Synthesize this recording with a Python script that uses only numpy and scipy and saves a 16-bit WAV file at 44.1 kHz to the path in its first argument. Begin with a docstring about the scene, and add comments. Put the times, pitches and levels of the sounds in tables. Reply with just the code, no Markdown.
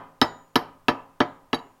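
"""A small workshop, one microphone channel: a rubber mallet taps a steel socket about three times a second,
driving a bushing out of a part held on a wooden bench.
Damped sines ring the bench top and the hand-held socket; shaped noise bursts make the wood, clack and ticks.
Lighter steel ringing rattles as the socket settles. Nearby surfaces and a noise-built tail answer,
and a few shop resonances linger over a quiet hiss. The first tap comes before the start: only its tail is heard."""
import sys
import numpy as np
from scipy import signal
from scipy.fft import rfft, irfft, next_fast_len
from scipy.io import wavfile

SR = 44100
rng = np.random.default_rng(int(sys.argv[2]) if len(sys.argv) > 2 else 0)


def output_pcm(signal):
    """Save a mono or channel-first signal as 16-bit PCM at the path in sys.argv[1].

    Samples are clipped to [-1, 1] before scaling.
    """
    pcm = np.clip(np.atleast_2d(signal).T, -1, 1) * 32767
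    wavfile.write(sys.argv[1], SR, np.round(pcm).astype(np.int16))


N = 79380
T = np.arange(SR) / SR  # one second of time for each struck sound [s]


def amp(db):
    """Decibels to gain."""
    return 10 ** (np.asarray(db) / 20)


def along(points, hz):
    """Values of (frequency, value) points joined on a log frequency axis."""
    point_hz, value = np.transpose(points)
    return np.interp(np.log(hz + 1), np.log(point_hz + 1), value)


def filtered(x, gain):
    """x times a gain that depends on frequency."""
    size = next_fast_len(len(x) + 8192)
    spectrum = rfft(x, size) * gain(np.fft.rfftfreq(size, 1 / SR))
    return irfft(spectrum, size)[:len(x)]


def noise(colour_db, size):
    """Noise of rms 1 with the given spectrum."""
    x = filtered(rng.standard_normal(size), lambda hz: amp(colour_db(hz)))
    return x / x.std()


def burst(colour_db, hold_s, t60_s):
    """Crowded modes: noise that holds, then dies."""
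    decay = amp(-60 * np.maximum(T - hold_s, 0) / t60_s)
    return noise(colour_db, size=len(T)) * decay


def ring(modes):
    """Damped sines; neighbouring modes start in opposite directions."""
    attack_cycles = 0.73  # a mode swells over this many of its own cycles
    total = np.zeros(len(T))
    for k, (hz, db, t60_s) in enumerate(modes):
        swell = 1 - np.exp(-T * hz / attack_cycles)
        total += (-1) ** k * amp(db - 60 * T / t60_s) * np.sin(2 * np.pi * hz * T) * swell
    return total


def add(track, start_s, x):
    """Mix x into the track at start_s; whatever falls outside the track is cut."""
    i = round(start_s * SR)
    x = x[max(-i, 0):max(len(track) - i, 0)]
    track[max(i, 0):][:len(x)] += x


# spectrum of the workshop hiss: (frequency [Hz], relative level [dB])
HISS_COLOUR = [(20, 22), (45, 5.5), (100, 12.5), (170, 5), (400, 6), (1000, 7.5), (2000, -4), (4000, -11),
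               (8000, -12.5), (15500, -14)]


def hiss():
    """The quiet workshop between taps: steady coloured noise."""
    hiss_db = -61.5
    return amp(hiss_db) * noise(lambda hz: along(HISS_COLOUR, hz), size=N)


# modes of the bench top and the part on it: (frequency [Hz], level [dB], t60 [s])
BENCH_MODES = [(111, -21.5, .062), (156.1, -28.5, 0.17), (239.8, -8, 0.04), (289, -10, .05),
               (339.5, -21.5, 0.12), (400, -5.5, 0.023), (462.3, -17, 0.094), (596.6, -20.5, 0.097),
               (723.5, -20, .173), (789, -20, .066), (886.1, -12.5, 0.05), (988.7, -13, 0.092),
               (1175, -24.5, 0.13), (1254.3, -13.5, 0.0814), (1321, -16.5, 0.078), (1600, -11, 0.02),
               (1736, -18.5, .07), (1839, -18, 0.022)]


def bench(thump_db, knock_db):
    """The blow passes through the part and rings the wooden top."""
    thump_hz, knock_hz = 388, 700  # thump drives the modes below, knock those above, blended between
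    struck = []
    for hz, db, t60_s in BENCH_MODES:
        drive_db = np.interp(hz, [thump_hz, knock_hz], [thump_db, knock_db])
        struck.append((hz, db + drive_db, t60_s))
    return ring(struck)


# near surfaces around the microphone: (delay after the direct sound [s], level [dB])
NEAR_SURFACES = [(.00354, -14), (.00842, -18.5), (0.0116, -19)]
# spectrum of the workshop's tail: (frequency [Hz], level [dB])
TAIL_COLOUR = [(60, -13), (260, -13), (500, -10.5), (1000, -10.5), (1600, -14.5), (3000, -23),
               (5000, -19.5), (12000, -15)]
# decay of the workshop's tail: (frequency [Hz], t60 [s])
TAIL_T60 = [(100, 0.55), (300, 0.39), (1000, 0.4), (2500, 0.41), (5000, 0.28), (12000, 0.16)]


def in_room(x, wet_db):
    """The direct sound, the near surfaces and a diffuse tail that dies at its own rate in each band."""
    build_s = .006
    hz, t, grid = signal.stft(rng.standard_normal(len(T)), SR, nperseg=256)
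    t60_s = along(TAIL_T60, hz)[:, None]
    decay = amp(wet_db + along(TAIL_COLOUR, hz)[:, None] - 60 * t / t60_s)
    unit_energy = np.sqrt(2 * np.log(1000) / (t60_s * SR))  # long tails get no extra energy
    tail = signal.istft(grid * decay * unit_energy, SR, nperseg=256)[1][:len(T)]
    answer = tail * (1 - np.exp(-T / build_s))
    for delay_s, db in NEAR_SURFACES:
        add(answer, delay_s, amp([db]))
    return x + signal.fftconvolve(x, answer)[:len(x)]


# lingering resonances of the shop: (frequency [Hz], level [dB], t60 [s])
SHOP_MODES = [(108.6, -43.5, 0.46), (163.8, -51, 0.98), (271.4, -40.5, 0.57), (540.3, -43.5, 0.63),
              (808, -46.5, 0.68), (965, -43, 0.59), (1013, -42.5, .6), (1045, -53.5, 0.89),
              (1225, -45.5, .7)]


def shop(knock_db):
    """The knock sets the workshop's lingering resonances ringing as damped sines."""
    return amp(knock_db) * ring(SHOP_MODES)


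# spectrum of the crowded bench modes: (frequency [Hz], relative level [dB])
WOOD_COLOUR = [(40, -8.5), (200, -9.5), (500, -2.5), (1000, 5.5), (1500, -3), (2000, -3.5), (3000, -18),
               (5000, -21.5), (9000, -49)]


def wood(knock_db):
    """Bench modes too crowded to tell apart, as a noise burst."""
    wood_db = -21
    crowd = burst(lambda hz: along(WOOD_COLOUR, hz), hold_s=0.013, t60_s=0.09)
    return amp(knock_db + wood_db) * crowd


def clack(clack_db, clack_hz):
    """The socket slams on the bushing: a short noise band with a colour set by its seating."""
    width_oct = 0.16  # the band is 6 dB down this far from its centre

    def band_db(hz):
        return -20 * np.log10(1 + (np.log2((hz + 1) / clack_hz) / width_oct) ** 2)

    return amp(clack_db) * burst(band_db, hold_s=0.0012, t60_s=0.0095)


# spectrum of the steel contact: (frequency [Hz], relative level [dB])
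TICK_COLOUR = [(1500, -17.5), (3500, 13.5), (5500, 11.5), (7000, -4), (8800, -7.5), (11500, 5.5),
               (15000, -11.5), (16500, -18.5)]


def tick():
    """The bright edge of a steel contact, a noise burst made grainy as the contact chatters."""
    grain_db, grain_s = 6.5, .0006  # depth and spacing of the random level changes
    chatter = np.interp(T / grain_s, np.arange(len(T)), rng.standard_normal(len(T)))
    contact = burst(lambda hz: along(TICK_COLOUR, hz), hold_s=0.0038, t60_s=0.037)
    return amp(grain_db * chatter) * contact


def crack(knock_db, clack_db, clack_hz, tick_db):
    """The noisy part of a tap: crowded wood modes, steel clack and bright tick."""
    return wood(knock_db) + clack(clack_db, clack_hz) + amp(tick_db) * tick()


# the socket, damped by the fingers; socket() and rattle() both play it:
# (frequency [Hz], level at a tap [dB], level at a rattle [dB], t60 [s])
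SOCKET_MODES = [(3134, -32, -49, .12), (3400, -27, -41.5, .055), (3904, -25.5, -16.5, 0.042),
                (4600, -32.5, -30, 0.1), (5480, -34.5, -51, .07), (6495, -45.5, -43, .09),
                (10930, -53, -34, 0.026), (14060, -55.5, -44, .035)]


def socket(ring_db, ping_db):
    """The struck socket clinks between the fingers: damped modes and one bright ping."""
    ping_hz, ping_t60_s = 5208, .066
    grip = 1.7  # above 1: the fingers damp the ping ever faster
    ping = amp(ping_db - 60 * (T / ping_t60_s) ** grip) * np.sin(2 * np.pi * ping_hz * T)
    # each mode's level varies a little from tap to tap
    modes = [(hz, ring_db + db + rng.normal(0, 1), t60_s) for hz, db, _, t60_s in SOCKET_MODES]
    return ping + ring(modes)


def after_ring(db):
    """A thin steel tone swells as the mallet lifts off, then fades."""
    tone_hz, t60_s, swell_s = 6961, .55, .09
    envelope = amp(db - 60 * T / t60_s) * (1 - np.exp(-T / swell_s))
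    return envelope * np.sin(2 * np.pi * tone_hz * T)


def rattle():
    """A light steel-on-steel bounce with no weight behind it: socket modes and a faint tick."""
    tick_db = -42
    modes = [(hz, db, t60_s) for hz, _, db, t60_s in SOCKET_MODES]
    return ring(modes) + amp(tick_db) * tick()


# mallet taps: (time [s], thump [dB], knock [dB], clack [dB], clack centre [Hz],
# socket ring [dB], tick [dB], ping [dB], thin after-ring [dB])
MALLET_TAPS = [(-.115, 2, 2, -9.5, 2950, 0, -37.5, -29, -72),
               (0.2153, 0.5, 0, -10, 3520, -1.5, -35, -20, -44.5),
               (0.5566, 0, -2.5, -15, 2963, -2, -30, -29.5, -81),
               (0.8834, -1, -1, -12.5, 2550, 0, -42, -38, -64.5),
               (1.2038, 0.5, -2, -19, 3400, -0.5, -51, -59, -62),
               (1.5308, -4.5, -8, -15.5, 2503, -3.5, -51, -49.5, -56)]
# the loose socket falls back on the part: (time [s], level [dB])
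SOCKET_RATTLES = [(0.2233, -4), (0.5622, -5.5), (0.8953, -14.5), (1.5445, -6), (1.5901, -28.5)]


def scene():
    """Taps and rattles in the shop, over its steady hiss."""
    bench_wet_db, crack_wet_db, steel_wet_db = -3, 4, -4.5  # room level of each part
    out = hiss()
    for s, thump_db, knock_db, clack_db, clack_hz, ring_db, tick_db, ping_db, after_db in MALLET_TAPS:
        add(out, s, in_room(bench(thump_db, knock_db), bench_wet_db))
        add(out, s, shop(knock_db))
        add(out, s, in_room(crack(knock_db, clack_db, clack_hz, tick_db), crack_wet_db))
        add(out, s, in_room(socket(ring_db, ping_db), steel_wet_db))
        add(out, s, after_ring(after_db))
    for s, db in SOCKET_RATTLES:
        add(out, s, amp(db) * in_room(rattle(), steel_wet_db))
    return out[None]


def record(dry):
    """The recorder keeps nothing above its band limit: a very steep low-pass."""
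    top_hz = 16300
    return np.array([filtered(x, lambda hz: 1 / np.sqrt(1 + (hz / top_hz) ** 160)) for x in dry])


dry = scene()
out = record(dry)
output_pcm(out)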